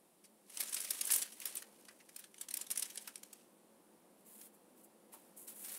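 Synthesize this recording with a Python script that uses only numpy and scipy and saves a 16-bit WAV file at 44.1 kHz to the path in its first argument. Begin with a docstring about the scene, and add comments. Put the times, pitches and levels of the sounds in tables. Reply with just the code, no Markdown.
"""A small quiet room, a phone microphone close to a paper practice book on a table.
A thin sheet is dragged, shifted and laid flat: it buckles in short snaps, each a burst of tiny
fibre cracks, crinkles as it slides and now and then pats the pages below. Later, fingers stroke
the page softly. Under it lie the low murmur of the room's air, a faint hum and a thin hiss."""
import sys
import numpy as np
from scipy import signal
from scipy.fft import rfft, irfft, next_fast_len
from scipy.io import wavfile
from scipy.ndimage import uniform_filter1d

SR = 44100
rng = np.random.default_rng(int(sys.argv[2]) if len(sys.argv) > 2 else 0)


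def wav_out(sig):
    """Save sig, one row per channel (or a flat mono array), as 16-bit PCM at SR to the path in sys.argv[1]."""
    wavfile.write(sys.argv[1], SR, np.round(np.clip(np.atleast_2d(sig).T, -1, 1) * 32767).astype(np.int16))


N = 254898
TIME = np.arange(N) / SR

# the sheet's clear buckles: (time [s], level [dB], rise [s], body lift [dB], edge fizz lift [dB])
BUCKLES = [(0.2336, -59.5, 0.015, 5.5, 2), (0.4936, -54.5, 0.0081, 2, -1), (0.5446, -52, .0064, -5, 11),
           (0.5701, -36, 0.0032, -2, 5), (0.5987, -31, 0.0083, 0, 8.5), (0.633, -39.5, 0.0031, 1, 1),
           (0.6637, -47.5, 0.014, 6, -3), (0.7226, -38, 0.0069, 1, -1), (0.7402, -33.5, 0.0058, -7, 3),
           (0.762, -38.5, 0.0086, 4, -14), (0.801, -36, 0.0041, -5, -4), (0.842, -43, .008, 9, 10),
           (0.9034, -28.5, 0.0048, -5.5, 5), (1.008, -30, 0.0052, -4, 0), (1.05, -34.5, 0.004, -23, 7),
           (1.0674, -36, 0.0067, -10, 4), (1.101, -32, 0.0038, 4.5, 2), (1.106, -29, 0.0069, -9, 6.5),
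           (1.117, -26.5, 0.0052, -9, 9), (1.1305, -27.5, 0.0089, -13.5, 0), (1.1583, -26, 0.0043, -8, 12),
           (1.1733, -37, 0.011, -24, 6), (1.214, -33.5, 0.0095, 0, 4), (1.3182, -50.5, 0.0057, 8, 4),
           (1.3998, -40.5, 0.0025, 1, 11.5), (1.4117, -46, 0.0078, 13, 9), (1.453, -31, 0.0039, -4, 13.5),
           (1.4608, -45.5, .008, 2, 7), (1.5501, -37.5, 0.0051, -23, 12), (1.5627, -39, 0.0095, -10, -14),
           (1.62, -46, 0.0043, 16, 6), (1.85, -56, 0.0031, 8, 4), (1.8805, -53, 0.0068, 17, -2),
           (1.9964, -60.5, 0.0089, 27, 5), (2.087, -55, 0.0064, 7, 2), (2.1603, -40, 0.0034, -6, 5),
           (2.185, -48, 0.0095, 1.5, 13), (2.2373, -51.5, 0.0053, 9, -6), (2.341, -54, 0.0032, 10, -12),
           (2.3782, -52, 0.005, -2, -17), (2.409, -38, 0.0052, -6.5, 2), (2.4838, -41.5, 0.0036, 0, 3),
           (2.504, -41.5, .007, 2.5, 3), (2.5381, -31, 0.0036, -9, 6), (2.5676, -33.5, .0044, -10, 8.5),
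           (2.609, -38.5, 0.0057, -6.5, -8), (2.663, -49, 0.0056, -1, -7), (2.7013, -36.5, 0.0038, -1, 6),
           (2.7068, -32.5, 0.0074, -10, 5), (2.755, -41.5, 0.0056, 0, 0), (2.7731, -30, 0.0037, -10.5, -3),
           (2.7937, -33, .0032, -11, -3), (2.8212, -32, 0.0054, -3.5, 1), (2.85, -46.5, 0.0072, -1, -8),
           (2.8942, -48, 0.0094, 5, 8), (2.955, -43, .0034, -3, 8), (2.9717, -38.5, 0.0053, 2.5, -16),
           (3.072, -42, 0.0055, 6, 5), (3.1553, -40, 0.0025, -4, -19), (3.23, -45.5, 0.0041, 0.5, 3),
           (3.327, -46.5, 0.0047, -4, 5.5), (4.409, -51.5, 0.0067, 8, 15.5),
           (5.473, -50.5, 0.0078, -13, -1), (5.6437, -45, 0.0054, -1, -11), (5.6891, -47, .0055, -1, 8),
           (5.711, -46, .012, -3, 17), (5.744, -48.5, .0066, -6, -2)]
# spectrum of bending paper: (frequency [Hz], level [dB])
FLEX_SPECTRUM = [(40, -22), (130, -28), (280, -2), (750, -1.5), (1100, -1.5), (1700, 1.5), (3000, 2),
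                 (4500, 0.5), (6000, 0), (9000, -11)]


def gain_of(db):
    """Decibels to gain."""
    return 10 ** (np.asarray(db) / 20)


def unit_rms(x):
    """Scales to rms 1."""
    return x / np.sqrt(np.mean(x ** 2) + 1e-20)


def at_frequency(points, hz):
    """Reads a table on a log-frequency axis."""
    frequency, value = np.transpose(points)
    return np.interp(np.log(hz + 1), np.log(frequency + 1), value)


def add(mix, start_s, sound):
    """Adds a sound into the mix at start_s."""
    part = mix[max(round(start_s * SR), 0):][:len(sound)]
    part += sound[:len(part)]


def ring(x, spectrum, lift_db=lambda hz: 0, size=2048):
    """Colours x with a minimum-phase filter, so that clicks stay sharp."""
    hz = abs(np.fft.fftfreq(size, 1 / SR))
    log_gain = np.log(gain_of(at_frequency(spectrum, hz) + lift_db(hz)))
    response = np.exp(np.conj(signal.hilbert(log_gain)))
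    return signal.oaconvolve(x, np.fft.ifft(response).real[:size // 2])


def wander(per_s):
    """A smooth random curve of rms 1 that changes about per_s times a second."""
    size = next_fast_len(N)
    hz = np.fft.rfftfreq(size, 1 / SR)
    slow = rfft(rng.standard_normal(size)) / (1 + (hz / per_s) ** 4)
    return unit_rms(irfft(slow, size)[:N])


def clumping(depth_db, per_s):
    """A flickering gain that gathers an even grain into clumps."""
    return unit_rms(gain_of(depth_db * wander(per_s)))


def room_tone(hiss_db=-73):
    """The air murmurs and hums, growing a little louder overall, under a thin steady hiss."""
    # spectra of the murmur and the hiss: (frequency [Hz], level [dB])
    murmur_spectrum = [(30, -32), (70, -31.5), (105, -20.5), (135, -13.5), (165, -4.5), (210, 2.5),
                       (280, -1.5), (340, 2.5), (430, -3.5), (510, 0), (620, -5), (900, -7), (1400, -16),
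                       (3000, -25.5), (8000, -44)]
    hiss_spectrum = [(1000, -8.5), (3000, -5), (6500, -7), (9500, 2), (11000, -1), (13000, -4.5),
                     (15600, -7)]
    # faint wavering hums: (frequency [Hz], relative level [dB])
    hums = [(214, -10.5), (548, -19.5)]
    # slow swell of murmur and hums together: (time [s], level [dB])
    air_level = [(0.0, -71.5), (1.4, -69), (1.68, -65), (2.2, -70), (2.8, -67.5), (4.7, -66.5), (5.78, -65)]
    murmur = unit_rms(ring(rng.standard_normal(N), murmur_spectrum, size=8192)[:N])
    hum = np.zeros(N)
    for hz, db in hums:
        waver = wander(per_s=13) + 1j * wander(per_s=6.5)
        hum += gain_of(db) * unit_rms((waver * np.exp(2j * np.pi * hz * TIME)).real)
    hiss = unit_rms(ring(rng.standard_normal(N), hiss_spectrum)[:N])
    swell = gain_of(np.interp(TIME, *np.transpose(air_level)))
    return swell * (gain_of(-1) * murmur + hum) + gain_of(hiss_db) * hiss


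def small_room(x, wet_db=-15, echoes_per_s=3000, gap_s=0.005):
    """This close, the walls add only a short, weak tail of reflections; the treble dies first."""
    # reverberation of the room: (frequency [Hz], time to fall 60 dB [s])
    room_t60 = [(200, 0.16), (1500, 0.15), (5000, 0.097), (15000, 0.022)]
    echoes = rng.choice([-1., 1.], SR // 2) * (rng.random(SR // 2) < echoes_per_s / SR)
    echoes[:round(gap_s * SR)] = 0
    hz, t, bands = signal.stft(echoes, SR, nperseg=256)
    decay = gain_of(-60 * t / at_frequency(room_t60, hz)[:, None])
    tail = signal.istft(bands * decay, SR, nperseg=256)[1]
    return x + gain_of(wet_db) * signal.fftconvolve(x, tail / np.linalg.norm(tail))[:N]


def page_pats(step_octaves=0.67, attack_s=0.00021):
    """The page lands on those below: a dull, quickly fading puff in one broad resonance."""
    # soft landings: (time [s], level [dB], resonance [Hz], decay time [s])
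    pats = [(1.094, -47, 1760, .015), (1.883, -60.5, 1670, 0.023), (3.076, -46.5, 1570, 0.008),
            (5.137, -60, 860, 0.024)]
    out, t = np.zeros(N), np.arange(SR // 8) / SR
    for start, db, hz, decay_s in pats:
        resonance = [(hz * 2 ** (k * step_octaves), -7 * abs(k) ** 1.5) for k in range(-3, 4)]
        puff = unit_rms(ring(rng.standard_normal(len(t)), resonance)[:len(t)])
        envelope = np.exp(-t / decay_s) * (1 - np.exp(-t / attack_s))
        add(out, start, gain_of(db) * envelope * puff)
    return out


def fibre_cracks(per_s, spread_db):
    """Paper fibres give way in a random train of clicks: mostly small, a few large."""
    cracked = rng.random(N) < per_s / SR
    size = np.minimum(rng.exponential(1, N), 5)
    sign = rng.choice([-1, 1], N)
    return unit_rms(cracked * sign * gain_of(spread_db * size))


def crinkle(spectrum, per_s, spread_db, ripple_db, strain_db, patches=8, strain_step_s=0.012):
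    """Patches of the sheet crack as strain moves among them, each with its own uneven resonances."""
    grid_hz, out = np.linspace(0, SR / 2, num=70), np.zeros(N)
    ripples = ripple_db * rng.standard_normal((patches, len(grid_hz)))
    ripples -= 10 * np.log10(np.mean(gain_of(ripples) ** 2, axis=0))  # together they even out
    cracks = fibre_cracks(per_s, spread_db)
    patch_of_crack = rng.integers(0, patches, N)
    moments = np.arange(0, N / SR + strain_step_s, strain_step_s)
    for patch, ripple in enumerate(ripples):
        strain = gain_of(strain_db * np.interp(TIME, moments, rng.standard_normal(len(moments))))
        own_cracks = cracks * (patch_of_crack == patch) * strain
        out += ring(own_cracks, spectrum, lambda hz: np.interp(hz, grid_hz, ripple))[:N]
    return unit_rms(out)


def finger_strokes(attack_s=0.018, release_s=0.012):
    """Skin rubs paper with a fine, bright grain; each stroke lands, swells or eases, and lifts off."""
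    # strokes on the page: (start [s], length [s], level [dB], swell [dB], flex offset [dB])
    strokes = [(4.178, 0.033, -71, -4, -11), (4.247, 0.22, -64, 6, -12.5), (4.527, 0.026, -68.5, -0.5, -16),
               (4.758, 0.06, -67.5, -2, -12), (4.83, 0.017, -58.5, -2, -22), (5.115, 0.028, -61.5, 8, -8),
               (5.157, 0.21, -68, -9, -6), (5.362, 0.094, -53, -8, -17), (5.468, 0.074, -46.5, -14.5, -10),
               (5.543, 0.088, -58, 6.5, -13.5), (5.633, 0.14, -51.5, 1.5, -8)]
    # spectrum of skin on paper: (frequency [Hz], level [dB])
    skin_spectrum = [(2000, -46), (5000, -27), (6800, -3.5), (9200, 4.5), (11500, 5.5), (13500, 0.5),
                     (15600, 0.5)]
    clumps = clumping(depth_db=1, per_s=200)
    friction = crinkle(skin_spectrum, per_s=27000, spread_db=4, ripple_db=4, strain_db=-1.5)
    flex = crinkle(FLEX_SPECTRUM, per_s=12000, spread_db=3.5, ripple_db=0.5, strain_db=2.5)
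    out = np.zeros(N)
    for start, length, db, swell_db, flex_db in strokes:
        t = TIME - start
        contact = np.clip(t / attack_s, 0, 1) * np.exp(-np.maximum(t - length, 0) / release_s)
        effort = gain_of(db + swell_db * np.clip(t / length, 0, 1))
        out += contact * effort * (gain_of(2) * friction + gain_of(flex_db) * flex)
    return clumps * out


def sheet_motion():
    """How fast the sheet slides, as a gain on its friction; silent before and after the handling."""
    # dragged across the book, shifted once more, laid down and pressed flat: (time [s], level [dB])
    drag = [(0.46, -71), (0.6, -47.5), (0.7, -48.5), (0.77, -46), (0.89, -48.5), (1.07, -43.5), (1.15, -41),
            (1.21, -43), (1.32, -64)]
    shift = [(1.44, -57.5), (1.5, -51.5), (1.59, -52.5), (1.65, -68.5), (1.71, -67.5), (2.06, -74.5),
             (2.23, -64), (2.3, -79)]
    lay_down = [(2.41, -62.5), (2.47, -81), (2.58, -51), (2.66, -65.5), (2.78, -59), (3.1, -62),
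                (3.22, -75), (3.4, -67), (3.55, -88)]
    db = np.interp(TIME, *np.transpose(drag + shift + lay_down), left=-120, right=-120)
    return uniform_filter1d(gain_of(db), size=300)


def sheet_settling(offset_db=-18.5, fade_db_per_s=227):
    """Gain of the rustle as the sheet settles after each clear buckle."""
    power, t = np.zeros(N), np.arange(SR // 2) / SR
    for start, db, rise_s, _, _ in BUCKLES:
        add(power, start + rise_s, gain_of(db + offset_db - fade_db_per_s * t) ** 2)
    return np.sqrt(power)


def sheet_sliding(friction_db=-1, flex_db=-5, flex_limit_db=-50.5):
    """Dense cracks in clumps: the same catches make the sheet hiss and flex as it moves and settles."""
    # spectrum of paper sliding on paper: (frequency [Hz], level [dB])
    friction_spectrum = [(1500, -30.5), (4000, -15), (5900, -5.5), (6900, -3), (9000, 3.5), (11200, 1.5),
                         (12700, -3.5), (15600, -8.5)]
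    clumps = clumping(depth_db=1.73, per_s=92)
    friction = crinkle(friction_spectrum, per_s=20000, spread_db=2.5, ripple_db=2, strain_db=5.5)
    flex = crinkle(FLEX_SPECTRUM, per_s=10000, spread_db=2.5, ripple_db=6, strain_db=3.5)
    flex *= clumping(depth_db=1, per_s=63)
    moving = np.hypot(sheet_motion(), sheet_settling())
    bending = gain_of(flex_db) * moving
    bending /= np.hypot(1, bending / gain_of(flex_limit_db))  # the sheet can bend only so far
    return clumps * (gain_of(friction_db) * moving * friction + bending * flex)


def stray_buckles(count=30, from_s=0.55, to_s=3.8, spread_db=3, rise_s=0.0023, body_db=4, fizz_db=0):
    """Rows like BUCKLES for small ticks at random moments, stronger when the sheet moves faster."""
    when, strength = rng.random((count, 2)).T
    times = from_s + when * (to_s - from_s)
    motion_db = 20 * np.log10(np.interp(times, TIME, sheet_motion()))
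    levels = motion_db + 1.5 + spread_db * (2 * strength - 1)
    return [(start, db, rise_s, body_db, fizz_db) for start, db in zip(times, levels)]


def sheet_snaps(buckles, ripple_db=3, pop=3.3, body_hz=3200, crease_hz=5200, edge_hz=12200):
    """Each buckle is an avalanche of cracks that swells to one sharp pop, ringing its own patch."""
    out, cracks = np.zeros(N), fibre_cracks(per_s=14000, spread_db=3)
    grid_hz = np.linspace(0, SR / 2, num=44)
    ripples = ripple_db * rng.standard_normal((len(buckles), len(grid_hz)))
    for (start, db, rise_s, body_db, fizz_db), ripple in zip(buckles, ripples):
        peak = max(round(rise_s * SR), 20)
        age = np.arange(5 * peak) / peak  # in rise times
        swell = (age * np.exp(1 - age)) ** 3
        avalanche = swell * cracks.take(int(start * SR) + np.arange(len(age)), mode="wrap")
        avalanche[peak] = pop

        def lift_db(hz):
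            """Broad flexing is dark and brings the crease with it; the free edge fizzes."""
            body = body_db / (1 + (hz / body_hz) ** 8) * hz / (hz + 400)
            crease = 0.39 * body_db * np.exp(-((hz - crease_hz) / 1800) ** 4)
            fizz = fizz_db * (1 - 1 / (1 + (hz / edge_hz) ** 20))
            return body + crease + fizz + np.interp(hz, grid_hz, ripple)

        # spectrum of a snap, heard close: (frequency [Hz], level [dB])
        snap_spectrum = [(40, -50), (130, -34.5), (250, -17), (500, -22.5), (1000, -20), (1700, -10),
                         (4500, -8), (6000, -4.5), (6900, -6.5), (8000, -3), (9500, 1), (11200, -1.5),
                         (12600, -10.5), (15600, -14)]
        burst = ring(avalanche, snap_spectrum, lift_db)
        add(out, start, gain_of(db) * burst * np.linalg.norm(swell) / np.linalg.norm(burst))
    return out


def scene():
    """The paper close up, over the room tone; one microphone feeds both channels."""
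    paper = sheet_snaps(BUCKLES + stray_buckles()) + page_pats() + sheet_sliding() + finger_strokes()
    sound = small_room(paper) + room_tone()
    return np.array([sound, sound])


def record(dry):
    """The phone cuts the treble above 15750 Hz."""
    lowpass = signal.firwin(401, 15750, window=("kaiser", 8), fs=SR)
    return signal.oaconvolve(dry, lowpass[None], "same")


dry = scene()
out = record(dry)
wav_out(out)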